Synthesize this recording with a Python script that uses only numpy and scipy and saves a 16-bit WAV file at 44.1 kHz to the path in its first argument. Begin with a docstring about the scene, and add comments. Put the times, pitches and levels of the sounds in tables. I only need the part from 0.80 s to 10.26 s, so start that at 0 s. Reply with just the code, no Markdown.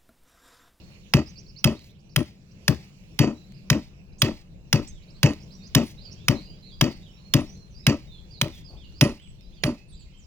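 """Light wind, leaf hiss and a far low drone run throughout, as shaped noise; two tones waver in the drone.
A songbird note, a gliding sine, opens; chirps stay close until 5.4 s, then song comes from the trees.
From 0.34 s to 8.84 s a hand adze chops a small log on a plank deck, close to a two-port microphone:
noise cracks, decaying sines thump, and random knocks rattle log and tools through their resonances.
Chips tick, cloth scuffs, and the steel blade sings shortly after some blows or, in the last two, from the
blow itself; the last birds call after the chopping."""
import sys
import numpy as np
from scipy import signal
from scipy.fft import rfft, irfft, next_fast_len
from scipy.io import wavfile
from scipy.ndimage import uniform_filter1d, map_coordinates

SR = 44100
rng = np.random.default_rng(int(sys.argv[2]) if len(sys.argv) > 2 else 0)


def unload_audio(sound):
    """Save the sound as a 16-bit wav file, at the path given as the first command line argument."""
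    columns = np.transpose(np.atleast_2d(sound))
    # keep every value between -1 and 1, then stretch to whole-number steps
    steps = np.round(np.clip(columns, -1, 1) * 32767)
    wavfile.write(sys.argv[1], SR, steps.astype(np.int16))


N = 417186  # samples

# The air bed over time. Each row: time in seconds, wind level in dB before a 4 dB lift,
# drone level in dB, leaf level in dB before a 4 dB lift.
AIR_LEVELS = [(0.0, -58, -49.5, -65.5), (1.4, -63, -53, -76), (2.05, -62.5, -49.5, -67),
              (3.82, -52.5, -50, -74.5), (4.69, -55, -48, -68.5), (7.27, -54, -50.5, -71.5),
              (9.46, -52.5, -54, -73)]
# Wind buffeting the ports. Each row: frequency in Hz, relative density in dB per Hz.
WIND_SPECTRUM = [(12, -31.5), (20, 4), (57, 0.5), (189, -20.5), (200, -22.5), (260, -52), (440, -120)]
# The far drone. Each row: frequency in Hz, relative density in dB per Hz.
DRONE_SPECTRUM = [(35, -36), (60, -2.5), (86, -4.5), (114, -2.5), (185, -0.5), (260, -15.5), (326, -15),
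                  (655, -24.5), (704, -29), (777, -29), (1260, -41), (1800, -39), (2340, -66), (3960, -120)]
# Wavering tones inside the drone. Each row: centre pitch in Hz, mean level in dB against the drone.
DRONE_TONES = [(140, -10.5), (197, -11)]
# The hiss of leaves. Each row: frequency in Hz, relative density in dB per Hz.
LEAF_SPECTRUM = [(590, -38.5), (1000, -12), (1720, -17), (2590, -7), (3270, -17), (4330, -14),
                 (4820, -17.5), (7010, -17.5), (8260, -25), (15200, -28.5), (16500, -24)]
# How alike the two ports hear drone and leaves. Each row: frequency in Hz, likeness from -1 to 1.
PORT_LIKENESS = [(60, 0.62), (150, 1), (380, 0.67), (950, 0.06), (2380, -0.47), (5980, -0.41),
                 (15000, 0.17)]
# Shading by the housing, scaled for each source. Each row: frequency in Hz, left minus right in dB.
PORT_SHADING = [(60, 4.3), (700, 4.9), (1400, 0), (2800, -4), (5600, -4), (10000, -1), (14000, 3.4)]
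# Head start of the left port, scaled for each source. Each row: frequency in Hz, phase lead in radians.
PORT_LEAD = [(60, .04), (300, .2), (700, .5), (1400, .8), (2800, 1.35), (3600, 1.8), (4800, 4.4), (7000, 5),
             (16000, 5.2)]

# Bird notes. Each row: start in seconds, shape name, length in seconds, reference pitch in Hz,
# level in dB before a 3.5 dB lift.
BIRD_NOTES = [(0, "hold", 0.18, 4543, -72), (0.458, "kick", .044, 6940, -55),
              (0.556, "rise", 0.05, 6670, -53), (0.662, "arch", 0.048, 5800, -57),
              (.761, "rise", 0.04, 6446, -50), (0.955, "arch", 0.066, 4800, -64),
              (1.09, "rise", 0.019, 4500, -64), (1.147, "rise", .017, 4180, -72),
              (1.292, "arch", 0.04, 5900, -65.5), (2.541, "hold", 0.11, 4107, -70),
              (2.713, "arch", 0.084, 5380, -69), (3.381, "spike", .045, 9350, -55),
              (4.07, "spike", 0.035, 8780, -51), (4.101, "hook", .13, 4000, -70.5),
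              (4.222, "rise", .018, 5600, -66), (4.277, "rise", 0.039, 5930, -63.5),
              (4.342, "slide", .04, 4700, -64), (4.585, "arch", 0.039, 5560, -65),
              (4.624, "slide", 0.016, 6070, -57), (4.703, "arch", .046, 5420, -60),
              (4.737, "hold", 0.024, 5970, -57.5), (4.77, "hold", 0.069, 3880, -69),
              (4.82, "slide", 0.043, 5080, -56), (4.859, "rise", .022, 7300, -55.5),
              (5.175, "rise", 0.07, 5630, -56), (5.242, "fall", .045, 5150, -52.5),
              (5.243, "fall", 0.031, 3490, -67), (5.309, "kick", 0.025, 7080, -52),
              (5.367, "slide", 0.077, 3750, -64.5), (5.445, "fall", 0.059, 7300, -69),
              (5.55, "dip", .05, 4590, -54.5), (5.616, "hold", 0.095, 4970, -59.5),
              (5.666, "slide", 0.1, 3360, -66.5), (5.824, "dip", 0.052, 4700, -56.5),
              (5.851, "hook", 0.093, 4480, -62), (5.908, "hold", .11, 4960, -62),
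              (6.096, "fall", 0.043, 5150, -58.5), (6.21, "hook", 0.1, 3980, -65.5),
              (6.306, "hold", 0.072, 5720, -71), (6.365, "slide", 0.056, 4470, -69),
              (6.444, "hold", 0.076, 4435, -63.5), (6.661, "slide", 0.1, 6400, -63),
              (6.746, "hold", 0.1, 4350, -66.5), (6.903, "fall", .06, 6470, -69.5),
              (6.945, "slide", 0.076, 5420, -59), (7.029, "slide", .05, 4380, -66.5),
              (7.266, "fall", .14, 3934, -62), (7.305, "hold", 0.086, 4270, -65),
              (7.505, "hook", 0.082, 5230, -58), (7.715, "fall", 0.076, 3780, -61.5),
              (7.841, "fall", 0.064, 5260, -57.5), (7.965, "hook", .11, 3825, -62),
              (8.037, "slide", 0.022, 4600, -66), (8.087, "slide", 0.017, 4720, -66),
              (8.139, "slide", 0.061, 5170, -60), (8.371, "arch", .11, 3600, -63.5),
              (8.412, "hold", 0.11, 8210, -69.5), (8.58, "slide", .15, 4250, -74),
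              (8.605, "fall", 0.052, 5600, -68.5), (8.717, "hook", .13, 3850, -68),
              (8.745, "fall", .05, 5100, -67), (8.823, "hold", 0.019, 7250, -59),
              (8.943, "hold", 0.094, 2680, -70), (9.079, "hook", .095, 9700, -67.5),
              (9.082, "fall", 0.038, 4520, -74), (9.118, "rise", 0.046, 5114, -64.5),
              (9.14, "fall", 0.066, 3520, -77), (9.164, "fall", .07, 5040, -65.5),
              (9.194, "fall", 0.036, 8200, -63), (9.217, "rise", 0.0173, 4260, -65),
              (9.246, "hook", 0.035, 2750, -74), (9.294, "hook", .04, 2920, -72),
              (9.324, "hold", .069, 3248, -67.5), (9.37, "dive", 0.082, 8500, -67)]
# Glides by shape name. Each point: share of the note's length, share of its reference pitch.
NOTE_SHAPES = {"rise": [(0, 0.66), (.5, 0.77), (1, 0.95)], "slide": [(0, .83), (.5, .93), (1, 1)],
               "hold": [(0, .92), (.2, 0.97), (1, 0.96)], "arch": [(0, .7), (.5, 0.97), (1, 0.76)],
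               "hook": [(0, .8), (.18, 0.97), (.7, .76), (1, .72)], "fall": [(0, .96), (.12, 0.96),
               (.55, .89), (1, .83)], "dive": [(0, .85), (.15, 0.93), (.55, .72), (1, .57)],
               "kick": [(0, 0.73), (.55, 0.77), (1, 0.94)], "dip": [(0, 0.9), (.45, .86), (1, 1)],
               "spike": [(0, .5), (.4, 0.99), (.55, .71), (1, .71)]}
# Cloth and shavings shifting. Each row: start in seconds, length in seconds, dull part in dB, bright part in dB.
SCUFF_EVENTS = [(0.059, 0.094, -66, -69.5), (1.004, .12, -79, -61), (5.0, 0.14, -77, -52.5),
                (7.697, 0.13, -79, -57.5), (7.88, 0.13, -56.5, -73.5)]
# Chips and tools that land or touch after a blow. Each row: start in seconds, starting level in dB.
TICK_EVENTS = [(0.9931, -43.5), (1.0441, -45.5), (1.4296, -40), (1.947, -37), (2.7217, -44.5),
               (4.535, -36.5), (5.0685, -40), (6.6101, -37.5), (6.774, -49), (7.6828, -38), (8.123, -50),
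               (8.3992, -49), (8.4746, -51), (8.6094, -48), (9.2083, -56)]
# The blade sings, shortly after a blow or, in the last two rows, from the blow itself.
# Each row: start in seconds, level in dB added to the blade modes, extra damping by the wood in dB per second.
BLADE_RINGS = [(.91, -74, 200), (1.39, -61.5, 202), (4.5, -71, 230), (5.06, -67, 210), (6.601, -66, 198),
               (8.212, -56, 39), (8.84, -63, 53)]
# Lower and upper mode of the steel blade. Each row: frequency in Hz, relative level in dB,
# undamped 60 dB decay time in seconds.
BLADE_MODES = [(9470, 17, 0.32), (9970, 14.5, 0.19)]

# The adze blows. Each row: time in seconds, crack level in dB, crack tilt in dB per octave, thump level in dB,
# rattle level in dB, time in seconds at which the rattle drops away, left minus right in dB.
ADZE_BLOWS = [(0.3373, -5, -1, -5, -17.5, 0.072, -1.5), (0.843, -3, 1, -9, -20, 0.093, -1),
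              (1.3615, -4.5, 1.5, -12.5, -22.5, 0.06, 2.5), (1.8805, -3, 0, -10.5, -22, 0.055, 3.5),
              (2.3907, -8.5, 1.5, -8, -16.5, 0.12, 0), (2.901, -4, -0.1, -10, -19, 0.083, -1),
              (3.4194, -1.5, 0.5, -11.5, -18.5, 0.089, -1.5), (3.929, -3, 0, -10.5, -19, 0.08, 0),
              (4.431, -4, 0, -5.5, -15, 0.083, -1.5), (4.9495, -2, 1.5, -8.5, -17, 0.08, 0),
              (5.4832, -4, 0.2, -12.5, -20, 0.081, 2), (6.0117, -2, -0.6, -11.5, -18.5, 0.085, 1),
              (6.538, -3, 1.5, -9, -18, 0.083, 0), (7.0673, -3.5, 0, -7, -16.5, 0.081, -1.5),
              (7.614, -3.5, -1, -17.5, -25.5, 0.073, -1), (8.2112, -2.5, 0, -9.5, -17.5, 0.093, -3),
              (8.8366, -8, -3, -16, -21.5, 0.088, -4.5)]
# Fibres cracking. Each row: frequency in Hz, relative density in dB per Hz.
CRACK_SPECTRUM = [(240, -14.5), (400, -10.5), (669, -9), (2020, 0), (3700, -1.5), (4190, -3.5),
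                  (5550, -0.5), (6090, -7.5), (6800, -6), (7940, -26.5), (9420, -9.5), (11500, -21.5),
                  (15000, -12), (16500, -43.5)]
# Flying chips. Each row: frequency in Hz, relative density in dB per Hz.
SPRAY_SPECTRUM = [(470, -26.5), (800, 0.5), (1320, -27.5), (2050, 1.5), (2910, -5), (3420, -6.5),
                  (4400, 0.5), (11000, -25), (16000, -19.5)]
# Planks bending. Each row: frequency in Hz, mean relative level in dB, 60 dB decay time in seconds.
DECK_MODES = [(136, 7, 0.092), (116, 3.5, 0.092), (80.3, -6.5, 0.22), (66, -6, 0.2)]
# Resonances of the log. Each row: frequency in Hz, width in Hz, relative level in dB.
LOG_MODES = [(130, 50, -10), (229.5, 36.2, -0.5), (306, 34.6, -2), (374, 61, -9.5), (594, 54, -11.5),
             (927, 200, -23), (1270, 220, -25)]
# Resonances of the loose tools. Each row: frequency in Hz, width in Hz, relative level in dB.
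TOOL_MODES = [(1890, 120, -1), (2587, 110, 2.5), (3000, 230, -4.5), (4610, 43, 4.5), (5440, 280, -4.5),
              (6700, 1000, -6)]

# tools clink at CLINK_DB when the log rattles at USUAL_RATTLE_DB, and grow faster than the rattle (dB per dB)
USUAL_RATTLE_DB, CLINK_DB, CLINK_GROWS = -19, -30, 1.8
SPRAY_DB = -47  # chips fly off this far under the crack
TILT_PIVOT_HZ = 3500  # the crack tilt leaves this frequency alone
UPPER_DB, UPPER_LOSS_S = 10.5, 0.058  # lift of the blade's upper mode; damping (dB/s) times this weakens it
NEAR_UNTIL_S = 5.4  # the chirping bird sits close until then; later song comes from the trees
SLAP_S, SLAP_DB = 0.012, -5.5  # a nearby surface doubles each note
# faint quick upstrokes scattered through the song: each takes 1.2 to 1.6 times the base pitch, 0 to 8 dB softer
TWITTER_COUNT, TWITTER_S, TWITTER_BASE_HZ, TWITTER_LOUDEST_DB = 30, 0.017, 4640, -69
TOP_HZ = 16800  # band limit


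def amp(db):
    """Gain of a dB value."""
    return 10 ** (np.asarray(db) / 20)


def unit(x):
    """x at rms 1."""
    return x / np.sqrt(np.mean(x ** 2) + 1e-20)


def along(points, hz):
    """Value at hz, read between (Hz, value) points on a log axis."""
    f, v = np.transpose(points)
    return np.interp(np.log(hz + 1), np.log(f + 1), v)


def wobble(rate):
    """A smooth random curve over the whole scene, rate knots a second."""
    return map_coordinates(rng.standard_normal(int(N * rate / SR) + 4), [np.arange(N) * rate / SR])


def lumps(t, rate):
    """A smooth random curve over one blow, rate knots a second."""
    return map_coordinates(rng.standard_normal(80), [t * rate])


def filtered(x, response):
    """x times a complex response of frequency."""
    m = next_fast_len(x.shape[-1] + 8192)
    return irfft(rfft(x, m) * response(np.fft.rfftfreq(m, 1 / SR)), m)[..., :x.shape[-1]]


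def noise(spectrum, size):
    """Coloured noise of rms 1."""
    return unit(filtered(rng.standard_normal(size), lambda hz: amp(along(spectrum, hz))))


def body(modes):
    """Causal response of (Hz, width, dB) resonances with alternating signs."""
    def response(f):
        total = 0
        for k, (centre, width, db) in enumerate(modes):
            damping = 1j * f * width
            total = total + (-1) ** k * amp(db) * damping / (centre * centre - f * f + damping)
        return total
    return response


def knocks(force, modes, rate, scatter_db):
    """Irregular impulses, rate a second and as strong as force, ringing out in a body."""
    struck = rng.random(len(force)) < rate / SR
    strength = amp(rng.normal(0, scatter_db, len(force)))
    hits = struck * strength * rng.choice([-1, 1], len(force))
    steady, shaped = filtered(np.array([hits, hits * force]), body(modes))
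    return shaped / np.std(steady)


def ring(modes, t, spread_db):
    """Decaying sines, each at a new strength."""
    total = 0
    for hz, db, t60 in modes:
        level_db = db + rng.normal(0, spread_db) - 60 * t / t60
        total = total + amp(level_db) * np.sin(2 * np.pi * hz * t)
    return total


def add(track, s, sound):
    """Mixes sound into track from time s."""
    part = track[round(s * SR):][:len(sound)]
    part += sound[:len(part)]


def ports(x, lead, shade):
    """One source at both ports: the left hears it earlier, the housing colours each port differently."""
    side = np.array([[1], [-1]])

    def response(hz):
        gain = amp(side * shade * along(PORT_SHADING, hz) / 2)
        return gain * np.exp(0.5j * side * lead * along(PORT_LEAD, hz))
    return filtered(x, response)


def rush(spectrum, alike, shade, patchy_db):
    """Stereo noise, patchy in time and pitch, of rms 1 in the mean of both ports."""
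    z = signal.stft(rng.standard_normal((2, N)), nperseg=512)[2]
    field = uniform_filter1d(rng.standard_normal(z.shape[1:]), 8, axis=0)
    field = uniform_filter1d(field, 12, axis=1)
    raw = signal.istft(z * amp(patchy_db * unit(field)), nperseg=512)[1][:, :N]

    def mid_side(hz):
        # the less alike the ports, the more side signal
        turn = np.arccos(np.clip(along(alike, hz), -0.5, 1)) / 2
        return amp(along(spectrum, hz)) * [1 + 0 * hz, np.tan(turn)]
    mid, side = filtered(raw, mid_side)
    pair = filtered(np.array([mid + side, mid - side]),
                    lambda hz: amp([[shade], [-shade]] * along(PORT_SHADING, hz) / 2))
    return pair / np.std(pair.mean(0))


def wind(level_db):
    """Wind lumps on the ports: low noise with a shared slow sway and faster gusts at each port."""
    gusts_db = wobble(5) + 0.67 * np.array([wobble(20), wobble(14)])
    return amp(level_db + 4 + gusts_db) * rush(WIND_SPECTRUM, [(30, 0.4)], shade=0.5, patchy_db=2.5)


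def far_drone(level_db):
    """Swaying low noise with tones that waver in pitch and level."""
    drone = amp(level_db + 0.9 * wobble(5)) * rush(DRONE_SPECTRUM, PORT_LIKENESS, shade=0.3, patchy_db=1.5)
    for hz, db in DRONE_TONES:
        gain = amp(level_db + db + 3 * wobble(2.5))
        drone = drone + gain * np.sin(2 * np.pi * np.cumsum(hz + 3 * wobble(1.9)) / SR)
    return drone


def leaves(level_db):
    """Leaf hiss: patchy bright noise, stirring slowly."""
    stir_db = 0.7 * wobble(4)
    return amp(level_db + 4 + stir_db) * rush(LEAF_SPECTRUM, PORT_LIKENESS, shade=3.5, patchy_db=3)


def air():
    """The bed: wind, drone and leaves riding their level curves."""
    s, *levels = np.transpose(AIR_LEVELS)
    wind_db, drone_db, leaves_db = (np.interp(np.arange(N) / SR, s, c) for c in levels)
    return wind(wind_db) + far_drone(drone_db) + leaves(leaves_db)


def trees(x, t60):
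    """Trunks and leaves scatter sound into a diffuse tail, new at each port."""
    t = np.arange(SR // 2) / SR
    tail = rng.standard_normal((2, len(t))) * amp(-60 * t / t60) * np.clip(t / 0.01, 0, 1)
    return signal.fftconvolve(x[None], tail / np.linalg.norm(tail[0]), axes=1)[:, :N]


def birds():
    """Gliding sines, steep ones hoarse with a weak undertone; the near bird's steep chirps echo less."""
    direct, sent, flutter = np.zeros(N), np.zeros(N), wobble(500)
    twitter = [(when * N / SR, "rise", TWITTER_S, TWITTER_BASE_HZ * (1.2 + 0.4 * high),
                TWITTER_LOUDEST_DB - 8 * soft)
               for when, high, soft in rng.random((TWITTER_COUNT, 3))]
    for s, shape, length, top_hz, db in BIRD_NOTES + twitter:
        u = np.linspace(0, 1, int(length * SR))
        glide = top_hz * np.interp(u, *np.transpose(NOTE_SHAPES[shape]))
        steep = np.clip(np.ptp(glide) / length / 40000, 0, 1)
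        pitch = uniform_filter1d(glide, len(u) // 9, mode="nearest")
        shake = flutter[round(s * SR):][:len(u)]
        u = u[:len(shake)]  # notes stop at the end of the scene
        pitch = pitch[:len(shake)] + (30 + 170 * steep) * shake
        turn = 2 * np.pi * np.cumsum(pitch) / SR
        tone = np.sin(turn) + 0.089 * steep * np.sin(turn / 2)
        fades = np.clip(u / 0.086, 0, 1) * np.clip((1 - u) / 0.15, 0, 1)
        note = amp(db + 3.5) * fades * tone
        add(direct, s, note)
        add(direct, s + SLAP_S, amp(SLAP_DB) * note)
        send_db = -8 * steep if s < NEAR_UNTIL_S else -1
        add(sent, s, amp(send_db) * note)
    tremble = amp(2.5 * wobble(90))
    return direct * tremble, sent * tremble


def scuffs():
    """Cloth and shavings rubbing: grainy swells of dull and bright noise."""
    out = np.zeros(N)
    for s, length, dull_db, bright_db in SCUFF_EVENTS:
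        u = np.linspace(0, 1, int(length * SR))
        dull = noise([(100, -31), (300, -1), (900, -7.5), (2000, -39), (5000, -52.5)], len(u))
        bright = noise([(800, -40), (2000, 0.5), (6000, 0.5), (9000, -12.5), (16000, -8.5)], len(u))
        swell = np.abs(np.sin(np.pi * u)) ** 0.68
        add(out, s, swell * (amp(dull_db) * dull + amp(bright_db) * bright))
    return out * amp(1.8 * wobble(70))


def ticks():
    """Small dry contacts: noise that dies within milliseconds."""
    out, t = np.zeros(N), np.arange(SR // 4) / SR
    for s, db in TICK_EVENTS:
        snap = noise(SPRAY_SPECTRUM, len(t)) + 0.32 * noise(CRACK_SPECTRUM, len(t))
        add(out, s, amp(db - 60 * t / 0.0081) * snap)
    return out


def blade():
    """The steel blade sings in two modes; damping by the wood shortens both and weakens the upper."""
    out, t = np.zeros(N), np.arange(SR // 4) / SR
    for s, db, damping_db in BLADE_RINGS:
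        lower = ring(BLADE_MODES[:1], t, 1)
        upper = amp(UPPER_DB - UPPER_LOSS_S * damping_db) * ring(BLADE_MODES[1:], t, 1)
        add(out, s, amp(db - damping_db * t) * np.clip(t / 0.0037, 0, 1) * (lower + upper))
    return out


def crack(t, tilt_db):
    """Fibres breaking: a short noise burst under the edge, then bright dust as fibres snap on."""
    bite = np.clip(t / 0.0015, 0, 1) / (1 + (t / 0.0068) ** 6)  # the edge stops after a few ms
    # each blow's crack is brighter or duller by its own tilt
    colour = [(hz, db + tilt_db * np.log2(hz / TILT_PIVOT_HZ)) for hz, db in CRACK_SPECTRUM]
    burst = noise(colour, len(t)) * bite * amp(-5.5 - 60 * t / 0.05)
    dust = noise([(5000, -40), (8500, 0), (11000, -8), (16000, 0)], len(t)) * amp(-34 - 420 * t)
    return burst + dust


def deck_thump(t):
    """Planks bending: low decaying sines with a soft onset."""
    late = np.maximum(t - 0.0075, 0)  # the log takes a moment to load the planks
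    return ring(DECK_MODES, late, 1.2) * (1 - np.exp(-(late / 0.005) ** 2))


def log_rattle(t, landings, length):
    """The log hops on the planks, knocking its own resonances, then settles."""
    hopping = landings * np.clip(t / 0.0089, 0, 1) * amp(-90 * t) / (1 + (t / length) ** 6)
    return knocks(hopping, LOG_MODES, rate=900, scatter_db=2.5)


def tool_clink(t, landings, length):
    """Loose tools, jolted at each landing of the log, knock their resonances."""
    jolted = landings * np.clip(t / 0.0044, 0, 1) * amp(-150 * t) / (1 + (t / length) ** 6)
    # the tools, thrown up by the blow, fall back
    jolted += 1.1 * amp(rng.normal(0, 2.2)) * np.exp(-((t - 0.031) / 0.0031) ** 2)
    struck = knocks(jolted, TOOL_MODES, rate=1800, scatter_db=3.5)
    return filtered(struck, lambda hz: 1 / (1 + 1j * hz / 9000) ** 5)


def chip_spray(t):
    """Chips flying off: clumpy, fading noise."""
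    clumps = amp(2.5 * lumps(t, 90))
    return clumps * noise(SPRAY_SPECTRUM, len(t)) * amp(-40 * t) / (1 + (t / 0.19) ** 6)


def adze():
    """Each blow layers crack, deck thump, log rattle, tool clink and chip spray."""
    out, t = np.zeros((N, 2)), np.arange(SR // 2) / SR
    for s, crack_db, tilt_db, thump_db, rattle_db, length, pan_db in ADZE_BLOWS:
        clink_db = CLINK_DB + CLINK_GROWS * (rattle_db - USUAL_RATTLE_DB)
        landings = amp(1.9 * lumps(t, 130))  # shared by log and tools
        blow = amp(crack_db) * crack(t, tilt_db)
        blow += amp(thump_db) * deck_thump(t)
        blow += amp(rattle_db) * log_rattle(t, landings, length)
        blow += amp(clink_db) * tool_clink(t, landings, length)
        blow += amp(crack_db + SPRAY_DB) * chip_spray(t)
        add(out, s - 0.001, np.outer(blow, amp([pan_db / 2, -pan_db / 2])))
    # the small deck radiates little deep bass
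    return filtered(out.T, lambda hz: (1j * hz / (1j * hz + 50)) ** 4)


def scene():
    """Air under all, birds around, work in front."""
    song, distant = birds()
    # leaves swallow the highest notes
    distant = filtered(distant, lambda hz: 1 / (1 + (hz / 6800) ** 6))
    echoes = amp(4) * trees(distant, t60=0.5)
    far = ports(song, lead=0.13, shade=2.6) + echoes * amp([[-3], [3]])
    work = adze() + ticks() + blade() + scuffs()
    bright = filtered(work.mean(0), lambda hz: hz ** 2 / (hz ** 2 + 700 ** 2) / (1 + (hz / 7000) ** 4))
    work_echoes = amp(-16.5) * trees(bright, t60=0.29) * amp([[-2.1], [2.1]])
    near = ports(work, lead=0.99, shade=1) + work_echoes
    return air() + far + near


def record(dry):
    """The input stage rounds the tallest peaks; nothing is kept above the band limit."""
    rounded = dry / (1 + np.abs(dry / 0.9) ** 5) ** (1 / 5)
    return filtered(rounded, lambda hz: hz < TOP_HZ)


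dry = scene()
out = record(dry)
unload_audio(out)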